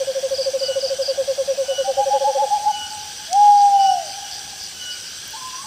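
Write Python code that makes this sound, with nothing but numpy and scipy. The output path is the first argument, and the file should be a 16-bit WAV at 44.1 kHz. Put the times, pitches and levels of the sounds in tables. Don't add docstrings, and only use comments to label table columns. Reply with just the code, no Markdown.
import sys
import numpy as np
from scipy import signal
from scipy.fft import rfft, irfft, next_fast_len
from scipy.io import wavfile
from scipy.ndimage import uniform_filter1d

SR = 44100
rng = np.random.default_rng(int(sys.argv[2]) if len(sys.argv) > 2 else 0)


def ratio(d):
    e = np.asarray(d, float) / 20
    return 10 ** e


def unload_wav(signal):
    wavfile.write(
        sys.argv[1],
        SR,
        np.round(np.clip(np.atleast_2d(signal).T, -1, 1) * 32767).astype(np.int16),
    )


N = 249606


def evened(x):
    return x / np.sqrt(np.mean(x ** 2) + 1e-20)


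def add(mix, s, sound):
    part = mix[max(round(s * SR), 0):][:len(sound)]
    part += sound[:len(part)]


def resonate(x, hz, width_hz):
    turn = np.exp(2j * np.pi * np.cumsum(hz * np.ones(len(x))) / SR)
    r = np.exp(-np.pi * width_hz / SR)
    smoothed = signal.lfilter([(1 - r) ** 2], np.convolve([1, -r], [1, -r]), x / turn)
    return 2 * (turn * smoothed).real


def tone(hz, second_db=-60):
    turn = 2 * np.pi * (np.cumsum(hz) / SR + rng.random())
    return np.sin(turn) + ratio(second_db) * np.sin(2 * turn)


def note(length_s, shape):
    u = np.arange(round(length_s * SR)) / (length_s * SR)
    return u, uniform_filter1d(np.interp(u, *np.transpose(shape)), size=150, mode="constant")


def along(rows):
    s, *columns = np.transpose(rows)
    t = np.arange(s[0], s[-1], 1 / SR)
    return [np.interp(t, s, c) for c in columns]


def flutter(per_s):
    t = np.arange(0, N + 64, 64)
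    rates = per_s * np.geomspace(.2, 1, 12)
    slow = sum(np.sin(2 * np.pi * (f * t / SR + rng.random())) for f in rates)
    return np.interp(np.arange(N), t, evened(slow))


def tail(x, t60, start_s):
    t = np.arange(2 * SR) / SR
    signs = np.sign(rng.standard_normal(len(t)))
    sparse = rng.random(len(t)) < .045
    taps = signs * sparse * ratio(-60 * t / t60) * (t > start_s)
    size = next_fast_len(N + len(t))
    return irfft(rfft(x, size) * rfft(taps / np.linalg.norm(taps), size), size)[:N]


def hiss(points, patchy_db):
    frames, hz = N // 256 + 5, np.fft.rfftfreq(1024, 1 / SR)
    a, b, patches = rng.standard_normal((frames, 513, 3)).T
    patches = uniform_filter1d(uniform_filter1d(patches, size=5, axis=0), size=8, axis=1)
    f, db = np.transpose(points)
    colour_db = np.interp(np.log(hz + 1), np.log(f + 1), db)[:, None]
    spectra = (a + 1j * b) * ratio(colour_db + patchy_db * evened(patches))
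    return evened(signal.istft(spectra, nperseg=1024, noverlap=768)[1][:N])


def breath():
    end_s, fade_s = 2.72, 0.047
    over = np.maximum(np.arange(N) / SR - end_s, 0) / fade_s
    air = evened(resonate(rng.standard_normal(N), 694, width_hz=240))
    return ratio(-44 - 20 * over + 1.9 * flutter(21)) * air


# start in seconds, length in seconds, peak in dB.
TRILL = [(0.0, 0.03, -14.5), (0.073, 0.047, -15.5), (0.152, 0.046, -15.5), (0.231, 0.043, -14.5),
         (0.311, 0.04, -14.5), (0.384, 0.04, -15), (.461, .039, -13.5), (0.537, 0.039, -13.5),
         (0.611, 0.041, -15.5), (0.684, 0.038, -14.5), (0.759, 0.035, -13.5), (0.828, .042, -15),
         (.902, 0.044, -15), (.99, 0.042, -14), (1.082, 0.045, -13.5), (1.179, 0.049, -12.5),
         (1.279, 0.051, -13), (1.382, 0.048, -13), (1.48, 0.055, -12.5), (1.578, 0.062, -13.5),
         (1.684, 0.052, -14), (1.783, 0.045, -13), (1.879, 0.043, -13), (1.971, 0.047, -13.1),
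         (2.061, 0.038, -13.5), (2.136, 0.044, -13), (2.209, 0.037, -14), (2.274, 0.044, -14),
         (2.351, 0.033, -13.5), (2.421, 0.035, -14.5)]


def trilling_owl():
    out, sounding = np.zeros(N), np.zeros(N)
    end_hz = 497
    for s, length, db in TRILL:
        u, shape = note(length + 0.011, [(0, 0.096), (.2, 0.76), (.42, 0.98), (.58, 0.91), (.85, 0.25), (1, 0)])
        start_hz = 547.3 + 4.8 * s
        hz = start_hz + (end_hz - start_hz) * u ** 2.03
        add(out, s - .004, ratio(db) * shape * tone(hz, second_db=-33))
        add(sounding, s - .004, shape)
    returns = ratio(-18) * tail(out, t60=0.26, start_s=0.0088)
    return out + returns + ratio(-4.1 * sounding) * breath()


# start in seconds, peak in dB rms.
ROUNDS = [
    (-.5, -40),
    (.55, -40.5),
    (1.58, -40.5),
    (2.64, -41),
    (3.73, -41.5),
    (4.72, -41),
    (5.75, -43),
]
# fraction gone by, upper throat pitch in Hz, level in dB.
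ROUND = [(0, 3040, -11), (.3, 3050, -3), (.6, 3302, -2.5), (.93, 3310, -6), (1, 3370, -12)]


def trilling_frogs():
    start, peak_db = np.transpose(ROUNDS)
    fraction, throat_hz, swell_db = np.transpose(ROUND)
    t = np.arange(N) / SR
    rounds = np.interp(t, start, np.arange(len(start)))
    hz = np.interp(rounds % 1, fraction, throat_hz)
    db = peak_db[rounds.astype(int)] + np.interp(rounds % 1, fraction, swell_db)
    gate = 0.81 + np.exp(-(t * 128.5 % 1) / 0.27)
    upper = evened(resonate(gate * rng.standard_normal(N), hz, width_hz=335))
    lower_hz = 1590 + 0.27 * (hz - 3200)
    lower = evened(resonate(gate * rng.standard_normal(N), lower_hz, width_hz=225))
    return ratio(db) * upper + ratio(0.53 * (db + 48.0) - 49.5) * lower


# centre in Hz, width in Hz, level in dB rms, strokes per second, throb in dB.
CHORUS = [
    (4714, 700, -43.5, 1100, 0),
    (5814, 200, -43, 910, 0),
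    (6180, 150, -48.5, 430, 4),
    (8110, 980, -47, 2500, 2),
]
# centre in seconds, half length in seconds, depth in dB.
LULLS = [
    (1.595, .06, -1.5),
    (3.78, 0.027, -10),
    (4.756, 0.059, -10),
]


def chorus():
    t = np.arange(N) / SR
    db = sum(depth_db * np.maximum(1 - abs(t - s) / half, 0) for s, half, depth_db in LULLS)
    throb = np.sin(2 * np.pi * 4.4 * t + 1.1 + 0.8 * flutter(0.51))
    out = np.zeros(N)
    for hz, width, band_db, per_s, throb_db in CHORUS:
        strokes = rng.standard_normal(N) * (rng.random(N) < per_s / SR)
        strokes *= ratio(0.43 * np.minimum(rng.exponential(1, N), 4))
        level_db = band_db + throb_db * throb + 1.57 * flutter(12)
        out += ratio(level_db) * evened(resonate(strokes, hz, width))
    return out * ratio(db - db.mean())


# pitch in Hz, level in dB per Hz.
AIR = [(1000, -28), (1300, -12.5), (1600, -14), (2050, -10.5), (2600, -6), (3000, -3), (3900, -5),
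       (4900, -2), (5900, 0), (6900, -8.5), (9200, -10), (9700, -15.5), (11000, -19.5), (15500, -19)]
# pitch in Hz, level in dB per Hz.
RUMBLE = [(15, -32), (30, -23), (55, -17.5), (82, 0), (110, -7), (160, -4), (300, -8.5), (600, -8.5),
          (900, -9.5), (1200, -11.5), (1500, -41.5)]


def open_air():
    return ratio(-36) * hiss(AIR, patchy_db=2.0) + ratio(-50) * hiss(RUMBLE, patchy_db=-1.5)


# pitch in Hz, level in dB per Hz.
APART = [(20, -33), (60, -13), (200, -6.5), (500, -14.5), (1100, -21), (1600, -32.5), (4100, -15.5),
         (4700, 6.5), (5200, -19), (6200, -23), (6600, 6.5), (7000, -23.5), (12000, -16), (15500, -20)]


def air_apart():
    return ratio(-50) * hiss(APART, patchy_db=2.0)


# time of full voice in seconds, level in dB rms.
PEEPS = [
    (0.659, -35.5),
    (1.724, -34.5),
    (2.767, -34.5),
    (3.82, -34.5),
    (4.836, -34.5),
]
# start in seconds, peak in dB.
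FAINT_PEEPS = [
    (.02, -38),
    (1.09, -40),
    (2.141, -39),
    (3.2, -40),
    (4.24, -36),
    (5.28, -39),
]


def peeping_frogs():
    loud, out = np.zeros(N), np.zeros(N)
    rise_s, hold_s, fall_s, soft_db = .1, 0.064, 0.07, -13.5
    corners = np.cumsum([0, rise_s, hold_s, fall_s])
    t = np.arange(0, corners[-1], 1 / SR)
    hz = 1459 + 40 * np.exp(-t / 0.124)
    for s, level_db in PEEPS:
        swell_db = np.interp(t, corners, [soft_db, 0, -.7, soft_db]) + 0.39 * flutter(35.4)[:len(t)]
        voice = tone(hz, second_db=14 + 1.1 * swell_db) * signal.windows.tukey(len(t), .1)
        add(loud, s - rise_s, ratio(level_db - 9.0 + 0.33 * swell_db) * voice)
        u, shape = note(0.22, [(0, 0), (.4, 0.3), (1, 0.1)])
        add(out, s, ratio(level_db - 6.5) * shape * tone(3222 + 12 * (.5 - u)))
    add(out, .09, ratio(-16) * loud)
    for s, db in FAINT_PEEPS:
        u, shape = note(0.077, [(0, 0.81), (.4, 0.7), (1, 0.2)])
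        add(out, s, ratio(db - 14) * shape * tone(1472 - 6 * u, second_db=10.5))
    out += loud
    return out + ratio(-4.5) * tail(out, t60=0.46, start_s=0.015)


def stroke(length_s, start_hz, end_hz):
    u, shape = note(length_s, [(0, 0.39), (.12, 0.3), (.28, 0.58), (.43, 0.41), (.58, 0.71), (.75, 0.19),
                               (1, 0.045)])
    lift = 1 + 0.005 * rng.standard_normal()
    return shape * tone(lift * (start_hz + (end_hz - start_hz) * u ** 1.32))


# start in seconds, peak in dB.
CHIRPS = [(0.342, -19), (.375, -18), (.409, -16), (.444, -18), (.594, -20), (0.628, -16.5), (.659, -16),
          (0.807, -18.5), (.84, -16), (0.875, -17), (1.021, -18), (1.054, -16.5), (1.088, -16.5)]
# start in seconds, length in seconds, peak in dB.
BUZZES = [
    (1.224, .09, -33),
    (3.577, 0.046, -27),
    (3.797, 0.076, -26),
    (4.049, 0.094, -28.5),
    (4.312, 0.083, -27),
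    (4.6, .062, -25.5),
    (4.908, 0.043, -25),
    (5.042, 0.044, -34),
]
# time in seconds, pitch in Hz, level in dB rms.
WHISTLE = [(3.791, 5540, -43), (3.81, 5450, -42), (3.94, 5510, -37), (3.969, 5550, -40)]


def crickets():
    near, out = np.zeros(N), np.zeros(N)
    for s, db in CHIRPS:
        add(near, s - .002, ratio(db) * stroke(0.0235, start_hz=5140, end_hz=4200))
    add(out, .018, ratio(-16) * near)
    out += ratio(-4.5) * tail(near, t60=0.16, start_s=0.0044)
    u = np.linspace(0, 1, 230)
    for s, length, db in BUZZES:
        for at in np.arange(0, length, 1 / 113):
            late_s = 0.00092 * rng.standard_normal()
            level = ratio(db - 1.7 * rng.random())
            add(out, s + at + late_s, level * np.sin(np.pi * u) ** 0.71 * tone(5450 - 1150 * u ** 0.95))
    hz, db = along(WHISTLE)
    level = np.sqrt(2) * ratio(db + 2.4 * flutter(79)[:len(db)])
    add(out, WHISTLE[0][0], level * tone(uniform_filter1d(hz, size=1500)))
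    return near + out


# start in seconds, length in seconds, centre in Hz,
# level in dB rms.
RUSTLES = [
    (0.748, .05, 600, -53),
    (3.998, 0.13, 1920, -47),
    (4.642, 0.2, 1513, -52),
]


def rustles():
    out = np.zeros(N)
    for s, length, hz, db in RUSTLES:
        u, shape = note(length, [(0, 0), (.15, 1), (1, 0)])
        add(out, s, ratio(db) * shape * evened(resonate(rng.standard_normal(len(u)), hz, width_hz=hz)))
    return out


# start in seconds, length in seconds, peak in dB, top in Hz, arch depth in Hz.
NOTES = [
    (1.71, 0.038, -31.5, 756, 39),
    (1.848, 0.053, -20, 794, 16),
    (1.982, 0.056, -12, 819.5, 23.4),
    (2.109, 0.061, -11, 837, 29.6),
    (2.245, 0.054, -12, 851, 41),
    (2.377, 0.064, -12, 846.7, 46),
    (2.511, 0.059, -10.5, 840, 27),
    (2.658, 0.047, -9.5, 848, 32.4),
]
ARCH = [(0, -1.88), (.2, -.85), (.62, 0.54), (.86, -.75), (1, -2)]
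# time in seconds, pitch in Hz, level in dB rms.
HOOT = [(3.275, 615, -53.5), (3.332, 738, -19.5), (3.359, 806, -13.5), (3.42, 829, -9.5), (3.57, 818, -10),
        (3.72, 804, -13.5), (3.882, 774.6, -13.5), (4.002, 688, -28.5), (4.1, 572, -46.5)]
# delay in seconds, level in dB.
ECHOES = [
    (.03, -25.5),
    (.082, -13.5),
    (.097, -38),
    (.125, -22.5),
]


def hooting_owl():
    notes, hoot, thrown = np.zeros(N), np.zeros(N), np.zeros(N)
    for s, length, db, top_hz, depth_hz in NOTES:
        u, shape = note(length + 0.024, [(0, 0), (.11, 0.51), (.36, 0.97), (.62, 0.62), (.84, 0.62), (1, 0)])
        hz = top_hz + depth_hz * np.interp(u, *np.transpose(ARCH))
        add(notes, s - .008, ratio(db) * shape * tone(uniform_filter1d(hz, size=300), second_db=-45.5))
    hz, db = along(HOOT)
    level = np.sqrt(2) * ratio(uniform_filter1d(db, size=400))
    add(hoot, HOOT[0][0], level * tone(uniform_filter1d(hz, size=800)))
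    away = notes + ratio(-5.5) * hoot
    for delay, db in ECHOES:
        add(thrown, delay, ratio(db) * away)
    thrown = resonate(thrown, 716, width_hz=530)
    add(thrown, .11, ratio(-8) * resonate(hoot, 792.7, width_hz=26))
    near = ratio(-20 + .8 * flutter(18)) * tail(away, t60=.5, start_s=.05)
    far = ratio(-17.0 + 2.1 * flutter(40)) * tail(away, t60=2.0, start_s=0.17)
    return notes + hoot + thrown + near + far


# start in seconds, peak in dB, centre in Hz, width in Hz, decay in seconds.
SNAPS = [
    (3.3296, -9, 5800, 6500, .0018),
    (5.2778, -21, 13500, 6000, .0004),
    (5.3084, -25, 13000, 6000, .0004),
    (4.636, -34, 12500, 4000, .0005),
]


def snaps():
    out, t = np.zeros(N), np.arange(600) / SR
    for s, db, hz, width, decay in SNAPS:
        burst = rng.standard_normal(len(t)) * np.exp(-t / decay)
        burst = resonate(resonate(burst, hz, width), hz, width)
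        add(out, s, ratio(db) * burst / abs(burst).max())
    return out


# start in seconds, length in seconds, peak in dB, start in Hz, end in Hz.
FAR_OWL = [
    (5.333, 0.036, -27, 874, 915),
    (5.359, 0.053, -32.5, 1045, 1030),
    (5.409, 0.098, -28, 1023, 1032),
    (5.526, 0.045, -27.5, 1022, 1046),
    (5.57, 0.048, -29.5, 1058, 1120),
    (5.618, 0.018, -39, 1110, 1250),
    (5.635, 0.05, -32, 850, 930),
]


def far_owl():
    out = np.zeros(N)
    for s, length, db, start_hz, end_hz in FAR_OWL:
        u, shape = note(length, [(0, 0.16), (.25, 0.65), (.45, 0.64), (.8, .6), (1, .15)])
        add(out, s, ratio(db) * shape * tone(start_hz + (end_hz - start_hz) * u ** 1.52))
    return out + ratio(-6) * tail(out, t60=0.49, start_s=.02)


def scene():
    owls = trilling_owl() + hooting_owl() + far_owl()
    small = peeping_frogs() + trilling_frogs() + crickets() + chorus()
    grass = snaps()
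    apart = air_apart() + rustles() + ratio(-24) * grass
    return owls + small + open_air() + grass + np.array([apart, -apart])


def gated(x):
    hz, _, z = signal.stft(x, SR, nperseg=1024, noverlap=512)
    power = (abs(z) ** 2).mean(0)
    power = uniform_filter1d(uniform_filter1d(power, size=5, axis=0), size=2, axis=1)
    share = np.interp(hz, [9400, 10800, 12500, 15500], [0, .5, .42, .3])[:, None]
    keep = np.where(power < share * np.median(power, axis=1, keepdims=True), .1, 1)
    return signal.istft(z * keep, SR, nperseg=1024, noverlap=512)[1][:, :N]


def top_cut(x):
    return signal.sosfilt(signal.butter(12, 16160, fs=SR, output="sos"), x)


def record(dry):
    edge = signal.firwin(801, 15480, window=("kaiser", 9), fs=SR)
    mix = signal.oaconvolve(gated(dry), edge[None], "same")
    return top_cut(mix)


dry = scene()
out = record(dry)
unload_wav(out)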